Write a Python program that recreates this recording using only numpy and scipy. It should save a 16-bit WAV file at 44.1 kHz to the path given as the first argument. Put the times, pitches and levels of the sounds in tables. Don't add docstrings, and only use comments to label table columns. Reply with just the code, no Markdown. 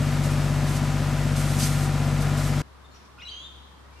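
import sys
import numpy as np
from scipy import signal
from scipy.fft import rfft, irfft, next_fast_len
from scipy.io import wavfile
from scipy.ndimage import map_coordinates

SR = 44100
rng = np.random.default_rng(int(sys.argv[2]) if len(sys.argv) > 2 else 0)


def generate_wav(signal):
    frames = np.transpose(np.atleast_2d(signal))
    scaled = np.clip(frames, -1, 1) * 32767
    pcm = np.round(scaled).astype(np.int16)
    wavfile.write(sys.argv[1], SR, pcm)


N = 176400
T = np.arange(N) / SR
CUT_S, CUT_FADE_S = 2.619, 0.0025
SHAFT_HZ, FAR_ENGINE_HZ = 16.027, 68

# f/Hz, relative level/dB
AIR_COLOUR = [(20, -14), (40, -15), (58, -11), (105, 1), (150, -3), (230, -4), (420, -7.5), (700, -10),
              (1040, -5), (1300, -8), (1600, -11.5), (2400, -18), (4200, -20), (7000, -27.5), (12800, -33),
              (14000, -48)]
# f/Hz, left-right correlation
DAY_IMAGE = [(70, .95), (130, 0.54), (300, 0), (1000, .35), (2500, 0), (10000, 0)]
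# t/s, level/dB
FAR_ENGINE_RIDE = [(2.65, -52.5), (3.1, -55.5), (3.4, -51.5), (3.6, -50), (3.78, -53), (4.0, -51)]
# start t/s, length/s, level/dB
LEAF_CUES = [(2.925, 0.14, -63), (2.94, .04, -57), (3.92, .1, -64)]
# f/Hz, relative level/dB
LEAF_COLOUR = [(1200, -25), (2400, 3.5), (4000, -2), (5500, 3), (8000, -15), (12000, -26)]
# start t/s, length/s, first f/Hz, last f/Hz, level/dB before the mix
FAR_CHIRPS = [(2.842, 0.018, 3650, 3580, -57.5), (2.912, .025, 4350, 4000, -63),
              (2.918, .025, 7200, 6660, -69), (2.94, 0.022, 5700, 5600, -61),
              (2.962, .035, 5150, 5670, -66), (3.845, 0.011, 1950, 1880, -60),
              (3.925, 0.069, 2300, 2400, -65), (3.962, .025, 2820, 2760, -63)]
# start t/s, length/s, first f/Hz, last f/Hz, level/dB before EQ and mix
OPENING_SLURS = [(3.177, 0.023, 1380, 1484, -53), (3.184, .038, 2430, 4070, -54),
                 (3.196, .022, 2480, 2610, -48), (3.213, 0.0105, 2600, 1970, -47.5),
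                 (3.221, 0.022, 2820, 2887, -43), (3.252, 0.05, 3950, 3947, -44.5),
                 (3.272, 0.0201, 2800, 3330, -43), (3.288, 0.018, 3700, 4650, -49.5),
                 (3.294, 0.018, 4550, 4530, -51.5)]
# t/s, f/Hz, level/dB before EQ and mix
WHISTLE_PATH = [(3.305, 3250, -80), (3.313, 3138, -45), (3.33, 3080, -44), (3.36, 3170, -43),
                (3.39, 3230, -46), (3.415, 3357, -45.5), (3.44, 3596, -48.5), (3.475, 3650, -46.5),
                (3.492, 3650, -84)]
# f/Hz, gain/dB
BEAK_EQ = [(3000, -1), (6300, 2), (7200, -3), (8000, -12), (11000, 4), (13000, -12)]
# f/Hz, relative level/dB
FLAME_COLOUR = [(20, -18), (60, -22), (120, -0.5), (230, 9), (400, -0.5), (600, 2.5), (1200, -4.5),
                (2000, -4.5), (3200, -10), (6500, -12.5), (9000, -17), (12500, -22), (15000, -38)]
# f/Hz, left-right correlation
FIRE_IMAGE = [(100, .99), (500, 0.94), (1200, 0.97), (2500, 0.73), (8000, 0.74), (13000, 0.75)]
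# f/Hz, relative level/dB
HISS_COLOUR = [(700, -20), (2000, -4), (3500, -1.5), (5200, -1.5), (6200, 1), (7100, -2), (8300, 1.5),
               (10000, -4), (12500, -6), (15000, -21)]
# start t/s, length/s, level/dB
STEAM_CUES = [(.235, 0.029, -42), (.30, 0.025, -45), (.67, .10, -42.5), (.755, 0.017, -40),
              (1.36, 0.057, -38), (1.42, .44, -41.5), (1.56, 0.17, -41), (1.592, 0.077, -32.5),
              (2.205, .025, -42.5), (2.37, 0.12, -42)]
# start t/s, length/s, level/dB
JET_CUE = (1.6, .045, -34)
# f/Hz, width/Hz, relative level/dB
JET_RESONANCES = [(3200, 290, -10), (3600, 130, -11), (4730, 390, -3), (6060, 130, -2), (6700, 150, -9)]
# f/Hz, level/dB
GEAR_TONES = [(592.5, -53.5), (769.5, -52), (801.5, -54.5), (1009, -52.5), (1249, -53), (1394, -55),
              (6234, -65)]
# multiple of the shaft speed, relative level/dB
EXHAUST_TONES = [(2, -30), (3, -7.5), (4, -23), (5, -30), (6, -6), (7, -17), (8, -12), (9, 0), (10, -18),
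                 (11, -19), (12, -17), (13, -18), (14, -15.5), (15, -12), (16, -20), (18, -23)]
# f/Hz, relative level/dB
KNOCK_COLOUR = [(110, -50), (170, -8), (230, 6), (290, 1), (410, -6.5), (580, 0), (680, -8), (790, -5),
                (890, -8), (1300, -4), (2000, -11), (3000, -15), (6000, -26.5), (12000, -56)]


def amp(db):
    return 10 ** (np.asarray(db) / 20)


def unit(x):
    return x / np.sqrt(np.mean(x ** 2) + 1e-20)


def along(points, hz):
    f, v = np.transpose(points)
    return np.interp(np.log(hz + 1), np.log(f + 1), v)


def wobble(rate):
    return map_coordinates(rng.standard_normal(int(N * rate / SR) + 4), [T * rate])


def filtered(x, response):
    m = next_fast_len(N + SR // 2)
    return irfft(rfft(x, m) * response(np.fft.rfftfreq(m, 1 / SR)), m)[..., :N]


def eq(x, curve):
    return filtered(x, lambda hz: amp(along(curve, hz)))


def rush(colour, image):
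    def mid_side_gains(hz):
        width = np.arccos(np.clip(along(image, hz), -1, 1)) / 2
        return amp(along(colour, hz)) * [np.cos(width), np.sin(width)]
    mid, side = filtered(rng.standard_normal((2, N)), mid_side_gains)
    return unit(np.array([mid + side, mid - side]))


def pan(left_db):
    return amp(np.array([[.5], [-.5]]) * left_db)


def swell(start, length, attack_s, release_s):
    rise = np.clip((T - start) / attack_s + .5, 0, 1)
    return rise * np.exp(-np.maximum(T - start - length, 0) / release_s)


def swells(cues, attack_s, release_s):
    return np.sqrt(sum((amp(db) * swell(s, length, attack_s, release_s)) ** 2 for s, length, db in cues))


def roadside():
    hum_level = amp(np.interp(T, *np.transpose(FAR_ENGINE_RIDE)) + 1.2 * wobble(10))
    hum = np.sqrt(2) * hum_level * np.sin(2 * np.pi * FAR_ENGINE_HZ * T + 0.28 * wobble(8))
    air = amp(-52) * rush(AIR_COLOUR, DAY_IMAGE)
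    stirs = swells(LEAF_CUES, attack_s=.02, release_s=0.022) * amp(2.5 * wobble(90))
    leaves = stirs * rush(LEAF_COLOUR, DAY_IMAGE)
    return hum * pan(left_db=4) + air * pan(left_db=0.5) + leaves


def tree_reverb(x):
    hz, t, noise = signal.stft(rng.standard_normal((2, SR)), SR, nperseg=256)
    t60_s = along([(3500, 1.023), (7000, 0.891)], hz)
    tail = signal.istft(noise * amp(-60 * t / t60_s[:, None]), SR, nperseg=256)[1]
    predelayed = np.pad(x, (400, 0))
    return signal.fftconvolve(predelayed[None], tail / np.linalg.norm(tail[0]), axes=1)[:, :N]


def early_reflections(x, t60_s=0.11):
    t = np.arange(SR // 6) / SR
    scatter = rng.standard_normal((2, len(t))) * amp(-60 * t / t60_s) * (t > .002)
    return signal.fftconvolve(x[None], scatter / np.linalg.norm(scatter[0]), axes=1)[:, :N]


def bird_voice(hz, level, quaver=0.00606, roughness_rad=0.44):
    phase = 2 * np.pi * np.cumsum(hz * (1 + quaver * wobble(400))) / SR
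    overtones = sum(amp(db) * np.sin(k * (phase + roughness_rad * wobble(700)))
                    for k, db in [(2, -17), (3, -33)])
    rasp = amp(-12.5) * wobble(1100) * np.cos(phase)
    return np.sqrt(2) * level * amp(1.5 * wobble(120)) * (np.sin(phase) + rasp + overtones)


def slurs(notes):
    phrase = np.zeros(N)
    for start, length, first_hz, last_hz, db in notes:
        glide = np.interp(T, [start, start + length], [first_hz, last_hz])
        phrase += bird_voice(glide, amp(db) * swell(start, length, attack_s=.005, release_s=0.0027))
    return phrase


def birds():
    times, hz, db = np.transpose(WHISTLE_PATH)
    whistle_level = amp(np.interp(T, times, db)) * (T > times[0]) * (T < times[-1])
    call = eq(slurs(OPENING_SLURS) + bird_voice(np.interp(T, times, hz), whistle_level), BEAK_EQ)
    far = slurs(FAR_CHIRPS)
    direct = (amp(-1) * call + amp(-3.5) * far) * pan(left_db=2.5)
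    send = call + far
    return direct + amp(-4.5) * early_reflections(send) + amp(-1.5) * tree_reverb(send)


def crackle(pops_per_s=700, t60_s=0.0068):
    when, chance, position = rng.random((int(pops_per_s * N / SR), 3)).T
    size = amp(-4 * np.log(chance * .95 + .05))
    onsets = (when * (N - 1)).astype(int)
    trains = np.array([np.bincount(onsets, size * (1 + side * (position - .5)), N) for side in (-1, 1)])
    t = np.arange(SR // 200) / SR
    snap = rng.standard_normal(len(t)) * amp(-60 * t / t60_s)
    return unit(eq(signal.fftconvolve(trains, snap[None])[:, :N], HISS_COLOUR))


def car_fire():
    roar = amp(-34.5 + 0.28 * wobble(14)) * rush(FLAME_COLOUR, FIRE_IMAGE)
    roar = filtered(roar, lambda hz: pan(along([(400, 2), (2500, 2.4), (5500, -1.1), (12000, -1)], hz)))
    surges = swells(STEAM_CUES, attack_s=0.012, release_s=.014) * amp(.7 * wobble(70))
    steam = surges * (rush(HISS_COLOUR, FIRE_IMAGE) + amp(-7) * crackle())
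    return roar + steam * pan(left_db=-1) + amp(-53) * crackle()


def steam_jet():
    def gap(hz):
        return sum(amp(db) * 1j * hz * width / (centre ** 2 - hz ** 2 + 1j * hz * width)
                   for centre, width, db in JET_RESONANCES)
    whistle = unit(filtered(rush(HISS_COLOUR, FIRE_IMAGE), gap))
    start, length, level_db = JET_CUE
    return amp(level_db) * swell(start, length, attack_s=0.013, release_s=.015) * whistle


def gear_whine(turns):
    return sum(amp(db + 2.2 * wobble(7)) * np.sin(2 * np.pi * hz * turns / SHAFT_HZ + .45 * wobble(12))
               for hz, db in GEAR_TONES)


def diesel_clatter(turns, t60_s=0.16, jitter_s=.00005, spread_db=0.5):
    clatter, t = np.zeros(N), np.arange(SR // 8) / SR
    for offset in np.arange(3) / 3:
        firings = np.interp(np.arange(int(turns[-1])) + offset, turns, T)
        timing, weight = rng.standard_normal((len(firings), 2)).T
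        onsets = np.clip((firings + jitter_s * timing) * SR, 0, N - 1).astype(int)
        knock = rng.standard_normal(len(t)) * amp(-60 * t / t60_s)
        clatter += signal.fftconvolve(np.bincount(onsets, amp(spread_db * weight), N), knock)[:N]
    return unit(eq(clatter, KNOCK_COLOUR))


def exhaust(turns, first_boom_s=.0138, boom_above_hz=170):
    boom_flutter = amp(1.5 * wobble(23))
    drone = np.zeros(N)
    for k, db in EXHAUST_TONES:
        in_boom = k * SHAFT_HZ > boom_above_hz
        phase = rng.uniform(-np.pi, np.pi) * (.2 if in_boom else 1)
        tone = np.cos(2 * np.pi * k * (turns - first_boom_s * SHAFT_HZ) + phase)
        drone += amp(db + 0.74 * wobble(8.96)) * (boom_flutter if in_boom else 1) * tone
    return drone


def truck(speed_drift=.0008):
    turns = np.cumsum(SHAFT_HZ * (1 + speed_drift * wobble(6))) / SR
    clatter = amp(-37.5) * diesel_clatter(turns)
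    tones = np.sqrt(2) * (gear_whine(turns) + amp(-25.5) * exhaust(turns))
    return tones * pan(left_db=3.5) + clatter * pan(left_db=3)


def scene():
    day = np.clip((T - CUT_S) / CUT_FADE_S + .5, 0, 1)
    return (1 - day) * (truck() + car_fire() + steam_jet()) + day * (roadside() + birds())


def record(dry, top_hz=14900):
    return filtered(dry, lambda hz: hz < top_hz)


dry = scene()
out = record(dry)
generate_wav(out)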